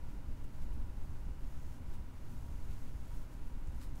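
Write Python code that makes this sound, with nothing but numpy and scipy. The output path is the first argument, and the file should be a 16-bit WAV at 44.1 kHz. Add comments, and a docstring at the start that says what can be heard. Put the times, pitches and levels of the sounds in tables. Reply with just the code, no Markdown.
"""A quiet room, close to the microphone: hands pull a wig into place over steady ventilation.
From the start, fingers slide through the hair in soft hissing strokes and short brushes.
The strokes grow a little firmer toward the middle, and near three seconds fingertips scuff the cap.
Single strands snap free, sparsely at first, then in a cluster around the last and loudest brush.
The rumble and faint hum of the ventilation lie behind it all, to the end."""
import sys
import numpy as np
from scipy import signal
from scipy.fft import rfft, irfft
from scipy.io import wavfile
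from scipy.ndimage import uniform_filter1d

SR = 44100
rng = np.random.default_rng(int(sys.argv[2]) if len(sys.argv) > 2 else 0)


def store_wav(level_fs):
    """Save 16-bit WAV to argv[1]."""
    pcm = np.round(np.clip(np.atleast_2d(level_fs), -1, 1) * 32767)
    wavfile.write(sys.argv[1], SR, pcm.T.astype(np.int16))


N = 176400

# Slow strokes through the hair. Each row: start in seconds, length in seconds, level in dB.
HAIR_STROKES = [(0.027, 0.17, -75.5), (0.324, 0.13, -77), (.49, 0.2, -74.5), (.72, 0.12, -86),
                (0.918, 0.37, -76.5), (1.362, 0.14, -74.5), (1.448, 0.22, -71), (1.61, 0.19, -70.5),
                (1.848, 0.13, -72), (2.118, 0.2, -75.5), (2.235, 0.2, -73), (2.35, 0.35, -71.5),
                (2.64, 0.287, -69), (2.888, 0.21, -73), (3.015, 0.26, -71), (3.25, 0.17, -75.5),
                (3.39, 0.16, -74), (3.643, 0.29, -75.5), (3.924, .14, -69.5)]
# Quick brushes over a lock. 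Each row: peak in seconds, length in seconds, lock level in dB,
# level of the bright tips in dB.
LOCK_BRUSHES = [(.444, .025, -76, -73.5), (0.622, 0.027, -70.5, -71), (0.734, 0.054, -73, -75),
                (1.05, .08, -77, -78), (1.942, 0.058, -69, -74), (2.32, 0.091, -73, -74),
                (2.716, 0.062, -70, -78), (3.147, .12, -74, -72), (3.224, .03, -79, -76),
                (3.324, 0.046, -74, -74), (3.762, 0.06, -79, -79), (3.826, 0.071, -61.5, -66.5)]
# Strands snapping free. Each row: start in seconds, starting level in dB, pitch in Hz.
STRAND_SNAPS = [(0.441, -61, 7200), (.62, -66, 10000), (1.941, -63, 7000), (3.339, -63, 8000),
                (3.673, -59, 8000), (3.682, -64, 8300), (3.696, -66, 8800), (3.748, -66, 8000),
                (3.762, -67, 12500), (3.816, -60, 8400), (3.952, -62, 7500), (3.958, -59, 7600),
                (3.968, -66.5, 12900)]
# Fingertips on the wig's cap. 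Each row: peak in seconds, length in seconds, level in dB.
CAP_RUBS = [(.105, 0.065, -75), (2.72, 0.06, -70.5), (2.86, 0.069, -72), (3.13, .05, -78)]
# Spectra at the microphone of stroked hair, a brushed lock, its tips, the cap and the room's air.
# Each row: frequency in Hz, relative level in dB.
STROKE_SPECTRUM = [(300, -11), (1200, 4), (2500, -2.5), (4500, -3), (5900, -1.5), (6700, 1.5), (7800, -3.5),
                   (10500, -4.5), (13000, -4), (15500, -8)]
LOCK_SPECTRUM = [(300, -14), (1200, 9.5), (2500, 2.5), (4500, 3), (6800, 0), (10000, -2), (13000, -8),
                 (15500, -12)]
TIP_SPECTRUM = [(500, -34), (5000, -16), (8000, -2.5), (11000, -5), (14000, -4), (15500, -5)]
CAP_SPECTRUM = [(500, -31), (1500, -4), (2400, 4), (3500, -5), (6000, -27), (15000, -30)]
AIR_SPECTRUM = [(1, -2.5), (6, 3), (13, 0), (22, -5.5), (30, -9), (39, -8.5), (47, -8), (53, -12),
                (73, -12), (92, -21.5), (112, -25), (150, -27), (175, -25.5), (210, -30.5), (250, -27.5),
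                (295, -29), (345, -36.5), (385, -37), (450, -42.5), (570, -41.5), (690, -46), (820, -41.5),
                (1050, -44.5), (1200, -47), (1450, -46), (1700, -50.5), (2200, -52), (2800, -55.5),
                (3200, -57.5), (5000, -60), (7000, -61.5), (11000, -63.5), (15500, -65.5)]
# Narrow bands of ventilation hum. Each row: centre in Hz, width in Hz, level in dB.
VENT_BANDS = [(101, 3.7, -64.5), (137.8, 5, -64), (232.5, 18, -74), (526.5, 29, -77.5), (626, 13, -80),
              (804, 31, -82), (957.4, 44, -75), (1326, 33, -87), (2870, 130, -86)]


def hair_strokes(rise_s=0.074, fall_s=0.052):
    """Hands slide slowly through the hair, close up; overlapping strokes add in power."""
    power = sum((amp(db) * swell(start, length, rise_s, fall_s)) ** 2
                for start, length, db in HAIR_STROKES)
    return np.sqrt(power) * friction(STROKE_SPECTRUM)


def lock_brushes(tip_lag_s=0.0065):
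    """A finger passes quickly over a lock, and the tips flick past just after with a brighter hiss."""
    lock = sum(amp(db) * glance(peak, length) for peak, length, db, _ in LOCK_BRUSHES)
    tips = sum(amp(db) * glance(peak + tip_lag_s, length) for peak, length, _, db in LOCK_BRUSHES)
    return lock * friction(LOCK_SPECTRUM) + tips * friction(TIP_SPECTRUM)


def strand_snaps(decay_s=0.0013, width_hz=5600):
    """Caught strands let go by the microphone with a dry tick, each at its own pitch."""
    t = np.arange(N) / SR
    noise = rng.standard_normal(N)
    ticks = np.zeros(N)
    for start, db, hz in STRAND_SNAPS:
        decay = (t >= start) * np.exp(-abs(t - start) / decay_s)
        ticks += amp(db) * decay * band(noise, hz, width_hz)
    return ticks


def cap_rubs():
    """Fingertips scuff the cap beneath the hair."""
    touches = sum(amp(db) * glance(peak, length) for peak, length, db in CAP_RUBS)
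    return touches * friction(CAP_SPECTRUM)


def friction(spectrum, slips_per_s=2500, slip_spread_db=2, slip_share=0.43, grip_db=0.3, grip_s=0.012):
    """Countless fibres slide as a hiss, with tiny separate slips, under uneven finger pressure."""
    slips = rng.standard_normal(N) * amp(slip_spread_db * np.minimum(rng.exponential(1, N), 4))
    slips *= rng.random(N) < slips_per_s / SR
    hiss = rng.standard_normal(N)
    fibres = np.sqrt(slip_share) * unit_rms(slips) + np.sqrt(1 - slip_share) * hiss
    pressure = amp(grip_db * wander(grip_s))
    return coloured(fibres * pressure, spectrum)


def ventilation(air_db=-38, throb_db=2, throb_s=0.07, rumble_below_hz=250):
    """The room tone: air rumble that throbs loosely, steady hiss and wavering bands of hum."""
    f = np.fft.rfftfreq(N, 1 / SR)
    air = amp(air_db) * coloured(rng.standard_normal(N), AIR_SPECTRUM)
    hum = sum(amp(db) * band(rng.standard_normal(N), hz, width) for hz, width, db in VENT_BANDS)
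    rumble = irfft(rfft(air) / (1 + (f / rumble_below_hz) ** 4), N)
    hiss = air - rumble
    throb = unit_rms(amp(throb_db * wander(throb_s)))
    return rumble * throb + hiss + hum


def fan_motor(hum_hz=120.6, level_db=-60):
    """In the background, a fan motor hums faintly at twice the mains frequency."""
    cycles = hum_hz * np.arange(N) / SR + rng.random()
    return amp(level_db) * unit_rms(np.sin(2 * np.pi * cycles))


def swell(start, length, rise, fall):
    """A stroke's smooth attack, hold and release, all in seconds."""
    t = np.arange(N) / SR - start
    attack = np.sin(np.pi / 2 * np.clip(t / rise, 0, 1))
    release = np.sin(np.pi / 2 * np.clip((length - t) / fall, 0, 1))
    return attack * release


def glance(peak, length, rise=0.21, fall=0.27):
    """A passing touch swells to a peak and tapers away; rise and fall are shares of the length."""
    t = (np.arange(N) / SR - peak) / length
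    return 2 * np.exp(-np.logaddexp(-t / rise, t / fall))


def wander(seconds):
    """Random drift, smoothed over the given time, at rms 1."""
    return unit_rms(uniform_filter1d(rng.standard_normal(N), int(seconds * SR), mode="wrap"))


def band(noise, centre_hz, width_hz):
    """One band of the noise, at rms 1."""
    f = np.fft.rfftfreq(N, 1 / SR)
    return unit_rms(irfft(rfft(noise) / (1 + (2 * (f - centre_hz) / width_hz) ** 2), N))


def coloured(noise, spectrum):
    """Gives the noise a spectrum drawn through the rows, at an rms near 1."""
    hz, db = np.transpose(spectrum)
    f = np.fft.rfftfreq(N, 1 / SR)
    gain = amp(np.interp(np.log(f + 1), np.log(hz + 1), db))
    return irfft(rfft(unit_rms(noise)) * unit_rms(gain), N)


def amp(db):
    """Decibels to gain."""
    return 10 ** (np.asarray(db) / 20)


def unit_rms(x):
    """Scales to rms 1."""
    return x / np.sqrt(np.mean(x ** 2) + 1e-20)


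def scene():
    """One microphone, with the hair close by and the room behind."""
    return (ventilation() + hair_strokes() + lock_brushes() + cap_rubs()
            + strand_snaps() + fan_motor())[None]


def record(dry):
    """The recorder cuts off the highest treble."""
    cutoff_hz = 15760
    lowpass = signal.firwin(1023, cutoff_hz, window=("kaiser", 9), fs=SR)
    return signal.oaconvolve(dry, lowpass[None], "same")


dry = scene()
out = record(dry)
store_wav(out)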